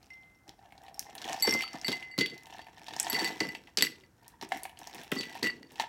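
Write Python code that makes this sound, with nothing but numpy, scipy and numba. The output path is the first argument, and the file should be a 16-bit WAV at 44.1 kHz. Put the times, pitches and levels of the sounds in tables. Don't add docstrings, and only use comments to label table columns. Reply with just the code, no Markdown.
import sys
import numpy as np
from scipy import signal
from scipy.fft import rfft, irfft
from scipy.io import wavfile
from scipy.ndimage import uniform_filter1d
from numba import njit

SR = 44100
rng = np.random.default_rng(int(sys.argv[2]) if len(sys.argv) > 2 else 0)


def output_pcm(signal):
    pcm = np.clip(np.atleast_2d(signal).T, -1, 1) * 32767
    wavfile.write(sys.argv[1], SR, np.round(pcm).astype(np.int16))


N = 259308
TIME = np.arange(N) / SR

# (f/Hz, width/Hz, relative level/dB)
SLOSH_MODES = [(135.7, 30, -5), (225.5, 53, 0.5), (340, 75, 0.5), (488, 118, -6)]


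def undb(db):
    return 10 ** (np.asarray(db) / 20)


def unit(x):
    return x / np.sqrt(np.mean(x ** 2))


def band(x, hz, width_hz):
    return signal.lfilter(*signal.iirpeak(min(hz, .45 * SR), max(hz / width_hz, .6), SR), x)


def resonate(x, modes):
    return sum((-1) ** k * undb(db) * band(x, hz, width) for k, (hz, width, db) in enumerate(modes))


@njit
def sweep(x, hz, width):
    y, b, l = np.empty(len(x)), 0., 0.
    for i in range(len(x)):
        g, k = np.tan(np.pi * hz[i] / SR), width / hz[i]
        v = (b + g * (x[i] - l)) / (1 + g * (g + k))
        b, l, y[i] = 2 * v - b, l + 2 * g * v, k * v
    return y


def fade(t, t60):
    return np.exp(-np.log(1000) * t / max(t60, .002))


def bursts(per_s, scatter_db, t60):
    hit = rng.random(N) < per_s / SR
    size_db = scatter_db * np.minimum(rng.exponential(size=N), 4)
    size = undb(size_db) * hit / np.sqrt(per_s)
    envelope = signal.lfilter([1], [1, -fade(1 / SR, t60)], size)
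    return envelope * rng.standard_normal(N)


def add(out, s, sound):
    i = int(s * SR)
    out[i:i + len(sound)] += sound[:N - i]


def kitchen():
    # (f/Hz, relative level per Hz/dB)
    spectrum = [(20, -25.5), (40, -4.5), (60, 3.5), (120, 3.5), (250, -2.5), (700, -14.5), (1500, -13),
                (3000, -28.5), (6000, -25), (16000, -29.5)]
    level_db = -66
    hz, db = np.transpose(spectrum)
    colour = undb(np.interp(np.log(np.fft.rfftfreq(N, 1 / SR) + 1), np.log(hz), db))
    noise = irfft(rfft(rng.standard_normal(N)) * colour, N)
    return undb(level_db) * unit(noise)


def cup_modes(s):
    # (f/Hz, width/Hz, relative level before the tilt/dB)
    body = [(766, 177, 2.5), (878.4, 142, -3.5), (1784, 200, -4.5), (2696, 110, -18)]
    # (t/s, shift of the second mode against the first/dB)
    tilt = [(0, -25.5), (1.4, -4), (2.6, 4.5), (4.4, 8), (4.53, -9.5), (4.75, 0.5), (5.8, 9.5)]
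    lean = np.interp(s, *np.transpose(tilt)) / 2
    return [(hz, width, db + side * lean) for (hz, width, db), side in zip(body, (-1, 1, 0, 0))]


def sliding():
    # (peak t/s, peak level/dB, rise over ramp_db/s, fall over ramp_db/s)
    slides = [(0.05, -77.5, 0.51, 1), (0.488, -62.5, 0.044, 0.079), (0.628, -60, 0.061, 0.2),
              (0.851, -59, 0.22, 0.32), (1.011, -54.5, 0.2, 0.65), (1.304, -41, 0.2, 0.27),
              (1.458, -40.5, 0.058, 0.03), (1.601, -46.5, 0.062, 0.051), (1.755, -47, 0.063, 0.04),
              (1.948, -49.5, 0.81, 0.25), (2.3, -56, 0.077, 0.35), (2.599, -50.5, 0.36, 0.041),
              (2.8, -61.5, 0.033, 0.48), (3.2, -38.5, 0.46, 0.34), (3.53, -53.5, 0.28, 0.048),
              (3.69, -58, 0.045, 0.031), (3.9, -61.5, 0.2, 0.3), (4.25, -58, 0.13, 0.28),
              (4.436, -61, 0.024, 0.2), (4.541, -45, 0.09, 0.17), (4.796, -52.5, 0.053, 0.44),
              (5, -46.5, 0.29, 0.13), (5.135, -52.5, 0.12, 0.14), (5.369, -48.5, 0.32, 0.2),
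              (5.7, -57.5, 0.16, 0.97), (5.809, -40, 0.042, 0.058)]
    ramp_db = 20
    peak, db, swell, die = np.transpose(slides)[:, :, None]
    t = TIME[::64]
    level = undb(db - ramp_db * np.maximum((peak - t) / swell, (t - peak) / die))
    return np.interp(TIME, t, np.sqrt(np.sum(level ** 2, axis=0)))


def settling():
    # (t/s, scrape level/dB, slosh level/dB, t60/s)
    settles = [(0.0, -66.5, -71.5, 1.53), (0.482, -42, -40, 0.059), (1.475, -38.5, -49, 0.35),
               (1.56, -46.5, -64, 0.26), (1.85, -46, -48.5, 0.5), (1.89, -30, -38, 0.063),
               (2.185, -35.5, -28, 0.19), (2.3, -60, -51.5, 0.49), (3.131, -57.5, -33.5, 0.24),
               (3.25, -45.5, -42.5, 0.52), (3.406, -44.5, -40.5, 0.57), (3.777, -42.5, -39.5, 0.46),
               (3.831, -35, -59, 0.16), (3.95, -76, -65.5, 1.2), (4.415, -39.5, -56, 0.13),
               (5.118, -44.5, -46, 0.91), (5.43, -30.5, -27.5, 0.16), (5.52, -66, -50, 0.61)]
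    rise_s = 0.017
    s, scrape_db, slosh_db, t60 = np.transpose(settles)[:, :, None]
    t = TIME[::64]
    since = np.maximum(t - s, 0)
    shape = np.minimum(since / rise_s, 1) * undb(-60 * since / t60)
    levels = [np.sqrt(np.sum((undb(db) * shape) ** 2, axis=0)) for db in (scrape_db, slosh_db)]
    return [np.interp(TIME, t, level) for level in levels]


def slide():
    # (f/Hz, width/Hz, relative level/dB)
    scrape_modes = [(2360, 5360, 3.5), (4280, 3340, 3.5), (5420, 380, 5), (7700, 3000, -7),
                    (12200, 12000, -15)]
    scrape_db, slosh_db = -4.5, -9.5
    brisk_db, brisk_gain = -48.5, 0.28
    cup, (jostle, swash) = sliding(), settling()

    busy = np.clip(np.hypot(cup, jostle) / undb(brisk_db), .45, 2.5)
    waver = 1 + 0.035 * unit(band(rng.standard_normal(N), 8, 13))
    rattle = bursts(650 * busy, 3, .012)
    hollow = 0
    for hz, width, db in cup_modes(TIME):
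        once = sweep(rattle, hz * waver, 1. * width)
        hollow = hollow + undb(db) * sweep(once, hz * waver, 1. * width)

    grit = resonate(bursts(700 * busy, 4.5, .004), scrape_modes)
    grit = signal.sosfilt(signal.butter(2, 1500, "high", fs=SR, output="sos"), grit)
    facet_hz = np.repeat(1700 * 2 ** (1.8 * rng.random(N // 256 + 1)), 256)[:N]
    clicks = sweep(bursts(410, 3.2, 0.006), facet_hz, 350.0)
    scrape = unit(unit(grit) + 0.45 * unit(clicks))
    slosh = unit(resonate(bursts(300, 3, .03), SLOSH_MODES))

    cup_scrape = undb(scrape_db) * cup * (cup / undb(brisk_db)) ** brisk_gain
    scrape_level = np.hypot(cup_scrape, jostle)
    slosh_level = np.hypot(undb(slosh_db) * cup, swash)
    return cup * unit(hollow) + scrape_level * scrape + slosh_level * slosh


def knocks():
    # (t/s, overall level/dB, ping f/Hz, treble crack relative level/dB, hollow cup relative level/dB)
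    hits = [(0.0288, -51.5, 4270, 3, -8), (0.105, -60, 5500, -30, -24), (0.103, -56, 2550, -30, -25),
            (0.1347, -58.5, 5470, -23, -10), (0.212, -68, 5400, -26, -20), (0.233, -59.5, 3200, -2, -11),
            (0.354, -70, 5450, -20, -23), (0.479, -48.5, 5050, 6, 1), (0.492, -54, 4300, -23, -18),
            (0.5907, -59, 3980, -33, 12.5), (0.7063, -54, 2200, -18, -10), (0.723, -45, 2200, 0, 1),
            (0.779, -48.5, 4200, -22, -13), (0.836, -59.5, 3330, 17.5, 3), (0.8646, -50.5, 3080, -33, 2),
            (0.882, -46, 3340, -15, 10), (0.944, -51.5, 5500, 14, -29), (0.9941, -30.5, 5680, 12.5, -36),
            (1.1526, -40, 2780, 13, 8), (1.1804, -35, 4200, -23, -28), (1.217, -31.5, 4130, -28, -32),
            (1.2422, -34, 3330, -35, -20), (1.287, -34, 3180, -54, -14), (1.3299, -29.5, 5950, -22, -13),
            (1.343, -35, 4400, -20, 13.5), (1.3993, -35.5, 5360, -30, -28), (1.407, -31.5, 5070, -22, -27),
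            (1.4721, -29, 5500, -28, 2), (1.477, -31, 2820, -30, -24), (1.494, -24, 5380, -28, -34),
            (1.509, -23.5, 5380, -20, -22), (1.539, -19.5, 5290, -3, -23), (1.6075, -24, 2330, -35, -26),
            (1.6216, -35, 4860, 10, -32), (1.624, -29, 3020, -23, 0), (1.634, -30, 2630, -20, -11),
            (1.638, -30, 1300, -30, -14), (1.678, -38, 2930, -25, -21), (1.7316, -39, 5670, -31, 6),
            (1.755, -40, 4000, -12, 12), (1.8141, -34, 5200, -13, -11), (1.8816, -20, 3770, -4, -10),
            (1.918, -24, 3800, -21, -27), (2.0267, -36, 2380, -19, -23), (2.179, -28, 4800, 5, -13),
            (2.1878, -20, 4340, -4, -36), (2.21, -21, 3520, -36, -28), (2.26, -29, 3220, -3, -38),
            (2.299, -41.5, 3870, -20, -18), (2.379, -43, 4400, 1, -11), (2.434, -55.5, 6600, 14, -15),
            (2.469, -50, 3200, 14, 15), (2.499, -46.5, 2700, -20, 10), (2.5257, -44, 2900, -22, 13.5),
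            (2.546, -50.5, 1935, -20, 19.5), (2.5696, -52, 3550, -30, 0), (2.592, -44.5, 3600, -33, 19.5),
            (2.616, -46.5, 3270, -20, -6), (2.668, -46.5, 2470, 0, 14), (2.684, -48.5, 2000, -23, 15),
            (2.7813, -48, 3380, -38, 11), (2.816, -59, 1830, -20, 24), (2.866, -43, 3600, -27.5, -20),
            (2.883, -33, 3820, -14, 8), (2.89, -43, 3880, -16.5, -5), (2.9081, -44, 3270, -35.5, 16),
            (2.936, -34.5, 3670, -37, 6.5), (2.9645, -32.5, 5700, -21, 9), (2.9988, -12, 7100, -45, -30),
            (3.029, -27.5, 8050, -28, -34), (3.046, -30.5, 5170, -25, 7), (3.0673, -34, 3250, -16, 16),
            (3.082, -34.5, 6500, -6, -21.5), (3.1299, -24.5, 3900, 9, -23), (3.1457, -30, 4500, -12, -25),
            (3.246, -28.5, 4300, 6, -6), (3.4035, -22.5, 4330, -36, -20), (3.488, -46, 4330, -37.5, -23),
            (3.5498, -33.5, 2680, -37, 4), (3.6727, -45, 2640, -27, -19), (3.7723, -12.5, 4830, -24, -33),
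            (3.7858, -16.5, 4400, -26, -57), (3.8085, -22, 3460, -24, -40), (3.8237, -16, 4560, 9, -46),
            (3.862, -33, 4670, -23, -25.5), (3.957, -54, 3000, -25, -25), (4.009, -55, 3200, -30, -24),
            (4.039, -57.5, 2290, -28.5, -19), (4.2323, -60, 4610, 9, -6), (4.2807, -51.5, 5750, 21, 2.5),
            (4.4125, -33.5, 4130, -47, 3), (4.4265, -45.5, 3960, -22, 19.5), (4.4897, -50, 8000, 14, -12),
            (4.5199, -20, 2060, -35, 5), (4.573, -36, 1900, 10, -17), (4.6337, -38, 9300, 16, -37),
            (4.6529, -32, 2260, 0, 8), (4.6948, -46, 2900, 8, 8), (4.7724, -46.5, 3050, -18, -2),
            (4.79, -42, 5930, 12, -11), (4.8722, -35.5, 5760, 4, 5.5), (4.947, -43, 2670, 15, 4),
            (5.035, -46, 3500, 16.5, -10), (5.1173, -23.5, 2660, 2.5, -20), (5.177, -39, 4540, -23, -24),
            (5.2091, -26.5, 4070, -30, -33.5), (5.232, -30, 2780, -29, -21), (5.3526, -39.5, 3440, 3, 15.5),
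            (5.4293, -21.5, 4370, -28, -32), (5.469, -25.5, 2640, -8, -36), (5.6258, -59, 4480, -10, 11),
            (5.7196, -58.5, 3640, 24, -27), (5.757, -41, 3160, -34, -0.5), (5.7978, -23.5, 3440, -42, 13),
            (5.838, -47, 3020, -10, 26.5)]
    # (f/Hz, t60/s, relative level/dB)
    foot_modes = [(5490, 0.03, 8.5), (8560, 0.035, -6), (13030, .15, -16)]
    out, t = np.zeros(N), TIME[:SR // 6]
    foot = sum(undb(g) * np.sin(2 * np.pi * f * t) * fade(t, t60) for f, t60, g in foot_modes)
    noises = rng.standard_normal((len(hits), len(t)))
    for (s, db, hz, crack_db, cup_db), noise in zip(hits, noises):
        tone = np.sin(2 * np.pi * hz * t) * fade(t, 28 / hz) * (1 - fade(t, 7 / hz))
        rough = band(band(noise, hz, .6 * hz), hz, .6 * hz) * (fade(t, .012) + .09 * fade(t, .12))
        ping = 1.3 * tone + 1.9 * rough
        body = min(2600 / hz, hz / 4200) ** 2
        thud = 2.14 * body * band(noise, 2880, 1300) * fade(t, 0.054)
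        crack = band(noise, 10000, 9200) * (fade(t, 0.0012) + 0.077 * fade(t, 0.15))
        boom = sum(undb(g) * np.sin(2 * np.pi * f * t) * np.exp(-1.5 * w * t) for f, w, g in cup_modes(s))
        boom = boom * (1 - fade(t, 0.016))
        match = np.exp(-((hz - foot_modes[0][0]) / 150) ** 2)
        struck = (1 - match) * (ping + thud) + 0.89 * match * foot
        add(out, s, undb(db) * (struck + 0.74 * undb(crack_db) * crack + 0.57 * undb(cup_db) * boom))
    return out


def glass():
    # (t/s, lowest mode relative level/dB, second mode relative level/dB,
    # loss to each higher mode/dB, freedom to ring/0-1)
    clinks = [(0.105, -51.5, -83, 13, 1), (1.065, -67, -92, 5, 0.8), (1.424, -39, -27, 0, 0.9),
              (1.4714, -36, -39, 9, 0.9), (1.5247, -31, -45, -1.5, 1), (1.61, -43.5, -50, 0, 0.25),
              (1.626, -50.5, -40, 25, 0.75), (1.712, -58, -62, 24, 0.8), (1.73, -55, -58, 11, 0.43),
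              (1.846, -41.5, -34.5, 7.5, 0.31), (1.869, -47, -37, 6, 0.47), (1.927, -37, -41, 4.5, 0.32),
              (2.024, -46.5, -64, 16, 0.84), (2.113, -49, -54.5, 7, 0.6), (2.188, -38, -38, 12, 0.5),
              (2.2096, -31, -35.5, 23, 0.62), (2.2592, -53.5, -44.5, 29, 0.64),
              (2.315, -50.5, -59, 20, 0.63), (2.606, -66, -62, 24, 0.62), (3.099, -46.5, -42.5, -5.5, 0.8),
              (3.144, -34.5, -31.5, 11, 0.3), (3.193, -42, -34, 7, 0.25), (3.227, -45, -49, 2, 0.2),
              (3.245, -35.5, -34.5, 2, 0.35), (3.4051, -32.5, -38, 6, 0.11), (3.432, -39, -43.5, 23, 0.27),
              (3.489, -40.5, -50.5, 0.5, 0.2), (3.549, -51, -50, 4.5, 0.11), (3.672, -52, -62.5, 29, 0.04),
              (3.776, -52, -41, 3, 0.9), (3.824, -30, -22.5, 2, 0.11), (3.8686, -35, -38, 3.5, 0.06),
              (3.92, -54.5, -57, 3, 0.2), (4.037, -61.5, -64, 13, 0.1), (4.635, -80, -50, 21, 0.08),
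              (5.121, -33.5, -53, 12, 0.02), (5.164, -43.5, -45.5, 24, 0.56), (5.188, -47, -39, 9, 0.5),
              (5.238, -49.5, -56, 9, 0.66), (5.305, -52.5, -59.5, 4, 0.2), (5.4299, -37.5, -50, -1, 0.8),
              (5.442, -32, -38.5, 8, 0.18), (5.47, -32, -45, 2.5, 0.53), (5.5, -42, -45.5, 9, 0.18),
              (5.5644, -62, -65, 19, 0.18), (5.6302, -50, -50.5, 35, 0)]
    # (t/s, lowest glass mode f/Hz)
    fill = [(0, 2071), (1.6, 2071), (2.2, 2041), (3.2, 2007), (3.8, 2000), (5.15, 1982), (5.5, 1962)]
    # (f/Hz, t60 when free/s)
    upper_modes = [(4560, 0.38), (7765, 0.063), (11770, 0.04)]
    low_t60_s = 0.83
    partner_hz, partner_t60_s, partner_db = 2825, .3, -5.5
    after_db, after_t60_s = -18.5, 0.29
    contact_db = -18.5

    s, low_db, second_db, loss_db, loose = np.transpose(clinks)
    leaning_db = low_db + partner_db * (1 + 3 * loose)
    mode_db = [low_db, second_db, second_db - loss_db, second_db - 2 * loss_db, leaning_db]
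    low_hz = np.interp(TIME, *np.transpose(fill))
    modes = [(low_hz, low_t60_s)] + upper_modes + [(partner_hz, partner_t60_s)]
    last = np.maximum(np.searchsorted(s, TIME) - 1, 0)
    since, free = np.maximum(TIME - s[last], 0), np.clip(loose[last], .03, 1)
    started = TIME > s[0]
    out = 0
    for (hz, t60), db in zip(modes, mode_db):
        chatter = unit(band(rng.standard_normal(N), 30, 36))
        decay = undb(-60 * since / (t60 * free)) + undb(after_db - 60 * since / after_t60_s)
        ring = decay * undb(db[last] + 3.54 * (1.26 - free) * chatter) * started
        phase = 2 * np.pi * (np.cumsum(hz * np.ones(N)) / SR + rng.random(len(s))[last])
        out = out + 1.764 * uniform_filter1d(ring, size=24) * np.sin(phase)
    tick = undb(np.maximum(low_db, second_db)[last] + contact_db - 60 * since / 0.014) * started
    return out + tick * band(rng.standard_normal(N), 4000, 6000)


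def plunges():
    # (t/s, overall level/dB, starting cavity f/Hz, t60/s)
    drops = [(1.475, -13.5, 399, 0.075), (1.527, -23.5, 373, 0.11), (1.548, -20, 214, 0.068),
             (1.741, -33, 337, 0.084), (1.884, -20.5, 232, 0.12), (1.916, -27.5, 368, 0.014),
             (2.181, -19.5, 360, 0.083), (3.128, -27.5, 364, 0.11), (3.215, -26.5, 370, 0.11),
             (3.247, -34, 338, 0.11), (3.408, -19, 347, 0.095), (3.448, -33, 185, 0.092),
             (3.778, -24, 362, 0.074), (3.825, -29.5, 367, 0.12), (4.425, -29.5, 368, 0.076),
             (4.946, -44, 365, 0.13), (5.119, -18.5, 392, 0.06), (5.162, -27, 350, 0.1),
             (5.198, -36, 235, 0.13), (5.426, -21, 430, 0.026), (5.469, -31, 199, 0.036),
             (5.714, -49, 266, 0.27)]
    out, t = np.zeros(N), TIME[:SR // 4]
    noises = rng.standard_normal((len(drops), len(t)))
    for (s, db, hz, t60), noise in zip(drops, noises):
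        gulp = np.sin(2 * np.pi * hz * t * (1 + 1.7 * t))
        slosh = unit(resonate(noise, SLOSH_MODES))
        splash = unit(band(noise, 1000, 630)) * fade(t, 0.049)
        envelope = fade(t, t60) * (1 - fade(t, 0.0018))
        add(out, s, undb(db) * ((0.28 * gulp + .5 * slosh) * envelope + 0.27 * splash))
    return out


def reverberate(ice):
    room_t60_s, room_db, room_top_hz = 0.28, -14, 5060
    t = TIME[:SR // 2]
    noise = signal.lfilter(*signal.butter(1, room_top_hz, fs=SR), rng.standard_normal(len(t)))
    tail = noise * fade(t, room_t60_s) * (t > .003)
    return undb(room_db) * signal.fftconvolve(ice, tail / np.sqrt(np.sum(tail ** 2)))[:N]


def scene():
    ice = slide() + knocks() + plunges()
    ice = signal.sosfilt(signal.butter(3, 95, "high", fs=SR, output="sos"), ice)
    return (ice + glass() + reverberate(ice) + kitchen())[None]


def record(dry):
    top_hz = 15900
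    return signal.sosfilt(signal.cheby1(11, .2, top_hz, fs=SR, output="sos"), dry)


dry = scene()
out = record(dry)
output_pcm(out)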